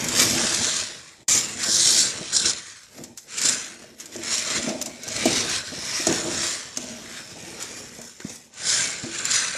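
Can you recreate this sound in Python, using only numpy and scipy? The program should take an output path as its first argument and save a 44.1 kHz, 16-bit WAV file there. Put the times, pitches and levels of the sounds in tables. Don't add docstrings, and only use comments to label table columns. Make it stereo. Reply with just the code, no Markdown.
import sys
import numpy as np
from scipy import signal
from scipy.fft import rfft, irfft, next_fast_len
from scipy.io import wavfile
from scipy.ndimage import uniform_filter1d, map_coordinates

SR = 44100
rng = np.random.default_rng(int(sys.argv[2]) if len(sys.argv) > 2 else 0)


def bounce(signal):
    frames = np.transpose(np.atleast_2d(signal))
    limited = np.clip(frames, -1, 1)
    pcm = np.round(limited * 32767).astype(np.int16)
    wavfile.write(sys.argv[1], SR, pcm)


N = 422037

# time_s, left_over_right_db, left_late_ms, direct_share (0-1)
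PLACE = [(.15, 0.4, -0.033, 0), (1.2, 2.2, 0.09, 0.25), (1.3, -1, .12, 0.18), (1.63, 1, 0.14, 0.1),
         (1.82, 0, 0.25, 0), (2.05, 0, 0.24, 0), (2.4, 0.5, 0.22, 0), (3.4, 0.5, 0.11, 0),
         (4.05, 0, 0.12, 0.06), (4.95, 2, -0.13, 0), (5.55, 1.5, -0.24, 0), (6.45, 0.5, -0.047, 0),
         (7.35, 0.5, 0.084, 0), (7.95, 0, 0.12, 0.24), (8.25, 1.5, 0.14, 0.23), (8.55, 0, 0.093, 0),
         (9.5, 0.5, 0.043, 0)]
# centre_hz, width_hz, level_db
FLOOR_MODES = [(235, 28, 0), (290, 30, -5), (337, 22, -2), (490, 40, -8), (630, 40, -3)]


def amp(db):
    return 10 ** (np.asarray(db) / 20)


def unit(x):
    return x / np.sqrt(np.mean(x ** 2) + 1e-20)


def along(points, hz):
    f, v = np.transpose(points)
    return np.interp(np.log(hz + 1), np.log(f + 1), v)


def curves(rows):
    s, *cols = np.transpose(rows)
    return [np.interp(np.arange(N) / SR, s, c) for c in cols]


def wobble(rate_hz):
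    knots = rng.standard_normal(int(N * rate_hz / SR) + 4)
    return map_coordinates(knots, [np.arange(N) * rate_hz / SR])


def filtered(x, response):
    m = next_fast_len(x.shape[-1] + 8192)
    spectrum = rfft(x, m) * response(np.fft.rfftfreq(m, 1 / SR))
    return irfft(spectrum, m)[..., :x.shape[-1]]


def coloured(x, spectrum):
    return unit(filtered(x, lambda hz: amp(along(spectrum, hz))))


def modes(table):
    def response(hz):
        total = 0
        for k, (centre, width, db) in enumerate(table):
            resonance = 1j * hz * width / (centre * centre - hz * hz + 1j * hz * width)
            total = total + (-1) ** k * amp(db) * resonance
        return total
    return response


def chatter(rate_hz, spread_db, life_s):
    sizes = amp(spread_db * rng.standard_normal(N).clip(-2, 2))
    hits = (rng.random(N) < rate_hz / SR) * sizes
    return unit(signal.lfilter([1], [1, -np.exp(-1 / (life_s * SR))], hits))


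def patchy(depth_db, ring_db=1.7):
    z = signal.stft(rng.standard_normal((2, N)), nperseg=512)[2]

    def patches(bins, frames):
        grid = rng.standard_normal(z.shape[1:])
        return unit(uniform_filter1d(uniform_filter1d(grid, bins, 0), frames, 1))

    drift_db = depth_db * patches(6, 10) + ring_db * patches(2, 24)
    return signal.istft(z * amp(drift_db), nperseg=512)[1][:, :N]


def car():
    # freq_hz, density_db (per Hz)
    gear_spectrum, shell_spectrum, fizz_spectrum = [(1650, -21), (2800, -65), (3080, -7), (4040, -5.5),
                                                    (4550, -3.5), (5180, -0.5), (6200, -0.5), (7250, 1),
                                                    (8410, -3.5), (9130, -5.5), (9630, -9), (10900, -13),
                                                    (11500, -28), (15000, -111), (22000, -120)], [(440, -13), (750, -19), (818, -26),
                                                                   (926, -6.5), (1160, -2), (1570, -1.5),
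                                                                   (1840, 2), (2060, 2.5), (2790, 0.5),
                                                                   (3300, -1.5), (4290, 1), (7260, -120)], [(5880, -67), (10000, -25),
                                                                                  (10800, 24), (12400, 16),
                                                                                  (14500, 8), (14900, -52),
                                                                                  (15200, -27)]
    # centre_hz, width_hz, level_db
    case_modes = [(3600, 610, 0), (5740, 1040, 2.5), (7100, 810, -7.5)]
    # centre_s, change_db, half_length_s
    bites = [(.198, 4, .005), (.545, 4, .005), (1.303, 3, .004), (1.395, -0.5, 0.0055), (1.601, 6, 0.0086),
             (1.639, 7, 0.0053), (1.696, 3, 0.0067), (1.8, 2, .006), (1.833, 0, .003), (1.865, -5, .004),
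             (1.869, 2, 0.0037), (1.897, 1, 0.005), (2.369, 6.5, .006), (2.402, 7, 0.0026), (2.43, 2, .002),
             (2.455, 4, 0.0058), (2.508, 5, .006), (2.535, 9, 0.0024), (2.768, 3.5, 0.0065),
             (2.837, 4, .01), (2.98, 3, .008), (3.292, 3, 0.014), (3.385, 8, 0.0068), (3.426, 3, 0.0035),
             (3.456, 6.5, 0.0034), (3.492, 4, 0.0051), (4.33, 2.5, 0.0079), (4.384, 3, 0.0065),
             (4.573, 2.5, .01), (5.167, 6, 0.0044), (5.226, 4, 0.0037), (7.312, 1.5, 0.013),
             (7.613, 5.5, .01), (7.78, 3, .015), (8.77, 0.5, 0.0098), (8.875, 3, .006), (9.04, 4, .006),
             (9.155, 4, .005), (9.19, 8.5, 0.0067), (9.312, 5, 0.012), (9.36, 2, .008)]
    rasp_db, whir_db, fizz_db, _ = drive()
    teeth = chatter(rate_hz=750, spread_db=3.5, life_s=.001) * (.7 + .6 * curves(PLACE)[2])

    judder_db = 1.0 * wobble(28) + 0.24 * wobble(65)
    t = np.arange(N) / SR
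    for s, db, half_s in bites:
        judder_db = judder_db + db * np.exp(-((t - s) / half_s) ** 2)

    gears = coloured(patchy(1.2, 2.7) * (.9 + .6 * teeth) * amp(judder_db), gear_spectrum)
    case_ring = filtered(gears, lambda hz: np.abs(modes(case_modes)(hz)))
    gears = unit(gears + 0.44 * case_ring)
    shell = coloured(patchy(1.2, 2.4) * (1.3 + .4 * teeth) * amp(.8 * judder_db), shell_spectrum)
    fizz = coloured(patchy(4, 3) * (1.1 + .3 * teeth) * amp(1.2 * judder_db), fizz_spectrum)
    return band_colour(amp(rasp_db) * gears + amp(whir_db) * shell) + amp(fizz_db) * fizz


def drive():
    # whir_db, fizz_db, axle_whine_db
    bursts = [(0.093, 0.13, 0.013, 0.14, -14, 3.5, -24.5, 3, -9, -15.5, -30),
              (0.321, 0.14, 0.31, 0.13, -21.5, 1, -35.5, 58, -7, -27, -19),
              (1.27, 0.0074, 0.1, 0.046, -18, 0.5, -30, 31, -11, -16, -36),
              (1.567, 0.15, 0.32, 0.092, -17.5, -3, -32, 11, -15.5, -26, -20),
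              (2.32, 0.016, 0.072, 0.048, -19.5, 2, -23.5, 3, -17.5, -46, -16),
              (2.424, 0.027, 0.05, 0.041, -16, 3, -33, 56.5, -13, -46, -17.5),
              (2.907, 0.081, 0.011, 0.042, -42, 4, -48.5, 122, -5.5, -10, -19),
              (3.16, 0.028, .01, 0.074, -41, 8, -52.5, 3, -13, -10, -23),
              (3.252, 0.21, 0.039, 0.1, -19.5, 0, -31.5, 67, -10, -27, -15),
              (3.975, 0.032, .01, 0.062, -41.5, -0.5, -47.5, 10.5, -3, -9, -14),
              (4.112, 0.042, .01, 0.038, -37, 8, -40.5, 3, -3, -15, -21),
              (4.21, 0.14, 0.011, 0.1, -21.5, 5.5, -30, 3, -5.5, -22, -25),
              (4.417, 0.13, .01, 0.05, -27, -4, -32.5, 6, -1.5, -25, -38),
              (4.625, 0.062, .01, 0.062, -33, 1.5, -39.5, 28, -0.5, -28, -26),
              (5.002, 0.18, 0.24, 0.057, -27, -3, -29, 3, -3, -23, -17),
              (5.457, 0.07, 0.049, 0.061, -23.5, 2, -35, -7, -2.5, -27, -10),
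              (5.83, 0.066, 0.11, 0.025, -29.5, -2.5, -29.5, 3, -1.5, -17.5, -23),
              (6.07, 0.027, 0.057, 0.075, -26.5, -2, -32, 3, -1, -24, -14),
              (6.268, 0.17, 0.11, 0.071, -23, 3.5, -35.5, 51, -5.5, -27, -20.5),
              (6.754, 0.024, .01, 0.086, -33, 2, -37.5, 18, -2, -22, -25),
              (7.081, 0.11, .01, 0.043, -34, 2, -40.5, 8, 0.5, -17, -16),
              (7.388, 0.24, 0.0061, 0.085, -37, -1.5, -38, 25, -3, -17, -20),
              (8.012, 0.034, 0.015, 0.14, -40.5, -0.5, -52.5, 34, -8.5, -14, -20),
              (8.192, .004, 0.0066, 0.018, -43.5, 1, -46, 3, 6, -15, -6),
              (8.24, 0.055, 0.057, 0.15, -39, 2, -56.5, 126, -7.5, -14, -30),
              (8.513, 0.18, 0.11, 0.19, -20, -1, -35, 28, -9, -42, -15),
              (9.111, 0.044, 0.016, 0.051, -30, 1.5, -31.5, 1, -3, -40, -10),
              (9.238, 0.081, 0.02, 0.18, -21.5, -5, -30.5, 3, -10, -50, -12)]
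    early_share = 0.47
    coast_whir_db, still_whir_db = -3, -1.5
    axle_lingers_db = 5.5
    rows, last_s, last_db, fade = [], 0, -31, 0
    for s, rise, hold, fall, top_db, sag_db, coast_db, next_fade, whir_db, fizz_db, axle_db in bursts:
        from_db = last_db - fade * max(s - last_s, 0)
        early_db = from_db + early_share * (top_db - from_db)
        last_s, last_db, fade = s + rise + hold + fall, coast_db, next_fade
        driven = (whir_db, fizz_db, axle_db)
        coasting = (coast_whir_db, fizz_db, axle_db + axle_lingers_db)
        rows += [(s, from_db, still_whir_db, fizz_db, axle_db),
                 (s + rise / 3, early_db, *coasting),
                 (s + rise, top_db, *driven),
                 (s + rise + hold, top_db - sag_db, *driven),
                 (last_s, coast_db, *coasting)]
    rows = np.array(rows)
    rows[:, 0] = np.maximum.accumulate(rows[:, 0])
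    rasp_db, *others = curves(rows)
    return [rasp_db] + [rasp_db + db for db in others]


def band_colour(x):
    # centre_hz, width_hz
    bands = [(2360, 310), (4050, 420), (5300, 660), (7300, 440)]
    # time_s, then gain_db of each band, low to high
    band_gains = [(.2, 0, -3.5, 0.5, -1), (.7, -3, 2, -1, -0.5), (1.35, 5, 1, 1.5, 3.5),
                  (1.65, -2, 0, 1, 3.5), (1.8, -1, 6, 3.5, 2.5), (1.95, -0.5, 3.5, -4, 0),
                  (2.2, 0, 0.5, 1, -0.5), (2.45, -1.5, 6, -1.5, 4), (2.75, -0.5, -2, 0, -3),
                  (3.45, 3, -0.5, 2, 5.5), (3.8, -1, -3, -1, -5.5), (4.33, 3.5, 2.5, 4.5, 4),
                  (4.7, 3, 0, 0.5, 3), (5.25, 5, 2.5, 2, -1), (5.55, -0.5, 4, 1, -5.5),
                  (5.95, 1, -0.5, 8.5, -3.5), (6.2, -6, -1.5, 1, 3), (6.45, -4, -0.5, 0.5, 2.5),
                  (7.1, -3, -3.5, 1.5, -2), (7.6, 1.5, -3.5, 2, 1.5), (8.75, 1, -1, -0.5, 1),
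                  (9.05, 3, 2, 2, 2), (9.35, 0, 3, -5, 0.5)]
    for (hz, width), db in zip(bands, curves(band_gains)):
        x = x + (amp(db) - 1) * filtered(x, modes([(hz, width, 0)]))
    return x


def wheels():
    # low_board_db, middle_board_db, high_board_db
    wheel_levels = [(0, -35.5, -4, -14, -15), (.28, -30.5, -1.5, -2, -9.5), (.8, -43.5, -3, -7.5, -3.5),
                    (1.09, -56.5, -29, -14, -10), (1.23, -56.5, -17, 0, -14), (1.28, -38, -7, -9, -8),
                    (1.6, -45.5, 0.5, -5, -20), (1.81, -40, -14, -5, -24), (1.96, -35.5, -4, -8, -5.5),
                    (2.15, -44, -10, -8, -14), (2.48, -39.5, -12, -7.5, -19), (2.67, -58.5, -8, -9, -12),
                    (2.88, -65, -17, -14, -7), (3.01, -42, -2, -2, -17), (3.08, -51, 5, 0, -7),
                    (3.22, -61.5, -10, -11, -16), (3.49, -36.5, -9, -22, -12), (3.7, -52, -1, -3, -9),
                    (4.11, -52, -1, -3, -12), (4.19, -41.5, 0, -2, -9), (4.49, -43.5, -5, -16, -0.5),
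                    (4.55, -35.5, 1, 0, -6), (4.64, -42, 3, -3, 2), (4.68, -35, 4, 0, 3),
                    (4.76, -41, 5.5, -1, 6), (5.02, -47.5, -4, -11, -4.5), (5.17, -38.5, -8, -15, -1.5),
                    (5.31, -29.5, 2.5, -1, -21), (5.59, -37, -16, -15, -13), (5.65, -50.5, -5, -9, 0),
                    (5.78, -40.5, -8, -4, -14), (5.96, -46.5, -13, -39, 0), (6.06, -42, -10, -5, -8),
                    (6.075, -30, -5, 0, -5), (6.12, -27, -3.5, 1.5, -16), (6.22, -33.5, -6, -8, -8),
                    (6.28, -34.5, -10, 7, -5), (6.35, -37, -1, -5, -4), (6.49, -41, -8, -6, -10),
                    (6.75, -53.5, -3, -21, -16), (6.82, -44.5, 4, -22, -0.5), (7.23, -47.5, -7.5, -11, -7),
                    (7.5, -42, -10.5, -5.5, -20), (7.99, -46, -5.5, -24, -20), (8.15, -59, -2, -10, -24),
                    (8.24, -54, -9, -8, -11), (8.3, -44, -4, -22, -27), (8.5, -62.5, -5, -20, -27),
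                    (8.62, -45.5, -25, -30, -7), (8.84, -42, -12, -36, -1), (9.07, -46, -25, 5, -39),
                    (9.32, -42, -4.5, -21, -11), (9.57, -50, -20, -18, -3)]
    # freq_hz, density_db (per Hz)
    drum_spectrum = [(15, -59), (25, -12), (60, -8), (100, -3), (134, -4), (237, -8.5), (330, -11.5),
                     (465, -6.5), (647, -12), (900, -12.5), (1170, -38), (1980, -120)]
    # centre_hz, width_hz, level_db
    axle_mode = [(1548, 117, 0)]
    drum_db, low_db, middle_db, high_db = curves(wheel_levels)
    axle_db = drive()[-1]
    joints = 1.1 + .4 * chatter(rate_hz=45, spread_db=4, life_s=.008)

    def ring(table):
        return unit(filtered(joints * rng.standard_normal((2, N)), modes(table)))

    boards = amp(low_db) * ring(FLOOR_MODES[:1])
    boards = boards + amp(middle_db) * ring(FLOOR_MODES[2:3])
    boards = boards + amp(high_db) * ring(FLOOR_MODES[4:])
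    drumming = coloured(joints * patchy(1, 2.5), drum_spectrum)
    return amp(drum_db) * (drumming + boards) + amp(axle_db) * ring(axle_mode)


def clicks():
    # start_s, level_db, edge_re_level_db, rattle_t60_s (levels before the offsets below)
    click_rows = [(0.042, -12, -10.5, 0.082), (0.085, -8, -15, 0.077), (1.2853, -5, -34, 0.059),
                  (1.63, -12, -31, .02), (2.3295, -13, -19, 0.028), (3.0373, -22.5, -14, 0.088),
                  (3.175, -19, -13, 0.046), (3.182, -24, -18, 0.074), (3.408, -19, -9, .015),
                  (3.4152, -5, -18, 0.033), (3.999, -22, -20, .06), (4.006, -19, -19.5, .04),
                  (4.057, -22, -17, 0.055), (4.144, -23, -25, .03), (4.1627, -14, -30, .03),
                  (4.235, -13.5, -22, 0.033), (4.5083, -11, -32, 0.023), (4.627, -15, -27, .03),
                  (4.69, -10, -30, 0.046), (4.814, -9.5, -18, 0.06), (4.8245, -10.5, -11, 0.018),
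                  (4.859, -13, -16, 0.074), (5.034, -18, -17, 0.04), (5.038, -22, -15, .03),
                  (5.079, -17, -15, 0.045), (5.086, -9, -23, .02), (5.1376, -24, -36, .05),
                  (5.2545, -4, -12, 0.04), (5.258, -9, -16, .05), (5.496, -11, -21, 0.064),
                  (6.0692, 0, -24, 0.051), (6.1255, -6, -24, 0.014), (6.772, -6, -23, 0.034),
                  (7.6255, -13, -15, 0.05), (7.985, -23.5, -20, 0.024), (8.015, -18, -16, .035),
                  (8.202, -29, -26, 0.03), (8.296, -18.5, -33, 0.057), (8.3567, -24, -15, 0.055),
                  (8.539, -33, -13, .04), (8.578, -27, -35, 0.07), (9.253, -5, -18, 0.03)]
    # freq_hz, gain_db
    rattle_colour, edge_colour = [(300, -41), (1000, -13), (3500, -8), (6000, 1), (8000, -2), (11000, -28),
                                  (13000, -40)], [(8000, -17), (10500, -2.5), (15000, -15)]
    ping, rattle, edge = np.zeros((3, 2, N + SR))
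    t = np.arange(SR // 5) / SR
    for s, db, edge_db, t60 in click_rows:
        span = slice(round(s * SR), round(s * SR) + len(t))
        hz = rng.normal(6770, 540)
        burst = rng.standard_normal((2, len(t))) * amp(-60 * t / t60)
        phase = rng.uniform(0, 2 * np.pi, (2, 1))
        tone = np.sin(2 * np.pi * hz * t + phase) * (1 - np.exp(-t / .0003))
        ping[:, span] += amp(db - 3.5 - 60 * t / .01) * tone
        rattle[:, span] += amp(db - 3.0) * burst * (1 - np.exp(-t / .00086))
        edge[:, span] += amp(db + edge_db + 7) * burst * amp(-60 * t / .076)
    rattle = filtered(rattle[:, :N], lambda hz: amp(along(rattle_colour, hz)))
    edge = filtered(edge[:, :N], lambda hz: amp(along(edge_colour, hz)))
    return ping[:, :N] + rattle + edge


def bumps():
    # start_s, level_db (before +4 dB on the push), pitch_hz, knock_re_push_db,
    # board_drive_re_level_db, board_drive_t60_s
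    bump_rows = [(1.684, -22, 228, -15, 17.5, 0.059), (2.208, -25.5, 175, -4, 19, 0.081),
                 (2.983, -35, 604, -14, 23, .07), (3.448, -26, 293, -7, 9, 0.07),
                 (3.84, -39, 615, -13, 10, 0.097), (4.154, -33, 357, -17, 25, 0.07),
                 (4.671, -20.5, 233, -11, 20, 0.085), (5.255, -7, 315, -3.5, 20, 0.049),
                 (5.718, -31, 237, -18, 26.5, 0.072), (5.997, -26, 317, -17, 21, 0.086),
                 (6.068, -13, 302, 0, 22.5, 0.04), (6.1, -20, 215, -12, 13, 0.078),
                 (6.771, -30, 231, -15, 24, 0.11), (7.058, -34, 2000, -30, -10, .05),
                 (7.985, -40, 216, -3, 27, 0.065), (8.201, -36, 370, -10, 11, 0.065),
                 (8.2478, -13, 207, -16, -1, 0.041), (9.034, -25, 129, -6, 19, 0.1),
                 (9.55, -27.5, 540, -11, 14.5, 0.06)]
    push, blows = np.zeros(N + SR), np.zeros(N + SR)
    t = np.arange(SR // 3) / SR
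    rise = 1 - np.exp(-(t / .002) ** 2)
    for s, db, hz, knock_db, ring_db, t60 in bump_rows:
        span = slice(round(s * SR), round(s * SR) + len(t))
        tone = np.sin(2 * np.pi * hz * t) + amp(knock_db) * np.sin(2 * np.pi * 2.16 * hz * t)
        push[span] += amp(db + 4 - 60 * t / (.55 * t60)) * rise * tone
        blows[span] += amp(db + ring_db - 60 * t / t60) * rise * rng.standard_normal(len(t))
    return push[:N] + filtered(blows[:N], modes(FLOOR_MODES))


def room(x):
    # freq_hz, t60_s
    decay = [(200, 0.54), (2000, 0.31), (10000, 0.66)]
    hz, t, z = signal.stft(rng.standard_normal((2, SR // 2)), SR, nperseg=256)
    tail = signal.istft(z * amp(-60 * t / along(decay, hz)[:, None]), SR, nperseg=256)[1]
    tail = tail / np.linalg.norm(tail[0])
    return signal.fftconvolve(np.pad(x, (300, 0))[None], tail, axes=1)[:, :N]


def house_rumble():
    # freq_hz, density_db (per Hz)
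    rumble_spectrum = [(15, -30), (30, -4), (70, 0), (140, -8), (260, -60), (500, -120)]
    level_db = -62 + 2.5 * wobble(3)
    return amp(level_db) * coloured(rng.standard_normal((2, N)), rumble_spectrum)


def ports(pair):
    # freq_hz, correlation (0-1)
    likeness = [(30, 0.89), (100, 0.84), (300, 0.83), (700, 0.35), (1500, 0.27), (5000, 0.1),
                (12000, 0.026)]

    def mid_side_gains(hz):
        angle = np.arccos(np.clip(along(likeness, hz), -1, 1)) / 2
        return np.array([np.cos(angle), np.sin(angle)])

    mid, side = filtered(pair, mid_side_gains)
    return np.array([mid + side, mid - side])


def nearer(pair):
    share = np.clip(curves(PLACE)[2], 0, .95)
    mid = (pair[0] + pair[1]) / 2 * np.sqrt(1 + share)
    side = (pair[0] - pair[1]) / 2 * np.sqrt(1 - share)
    return np.array([mid + side, mid - side])


def scene():
    # time_s, gain_db
    fade_rows = [(1.232, 0), (1.243, -17), (1.265, -30), (1.279, -45), (1.283, 0)]
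    snaps, knocks = clicks(), bumps()
    fade = amp(curves(fade_rows)[0])
    sound = nearer(ports(fade * car() + snaps))
    sound = sound + ports(fade * wheels()) + knocks
    sound = sound + amp(-13.5) * room(knocks + snaps[0])
    sound = sound + fade * house_rumble()

    pan_db, late_ms, _ = curves(PLACE)
    half = np.array([[.5], [-.5]])
    panned = amp(half * pan_db) * sound
    read = np.arange(N) - half * late_ms * SR / 1000
    return np.array([map_coordinates(x, [at], order=5) for x, at in zip(panned, read)])


def record(dry):
    # freq_hz, left_over_right_db
    port_tilt = [(60, -2), (130, -0.5), (290, 2.5), (630, 1.5), (1390, 1), (3060, 0), (4300, 1.5),
                 (5450, 5), (6200, 0), (7150, -10), (8400, -4), (10000, -0.5), (14700, -1)]

    def response(hz):
        colour = amp(along(port_tilt, hz) * np.array([[.5], [-.5]]))
        return colour * (1j * hz / (70 + 1j * hz)) ** 2

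    mic = filtered(dry, response)
    mic = mic / (1 + np.abs(mic / .95) ** 4) ** (1 / 4)
    return filtered(mic, lambda hz: hz < 15340)


dry = scene()
out = record(dry)
bounce(out)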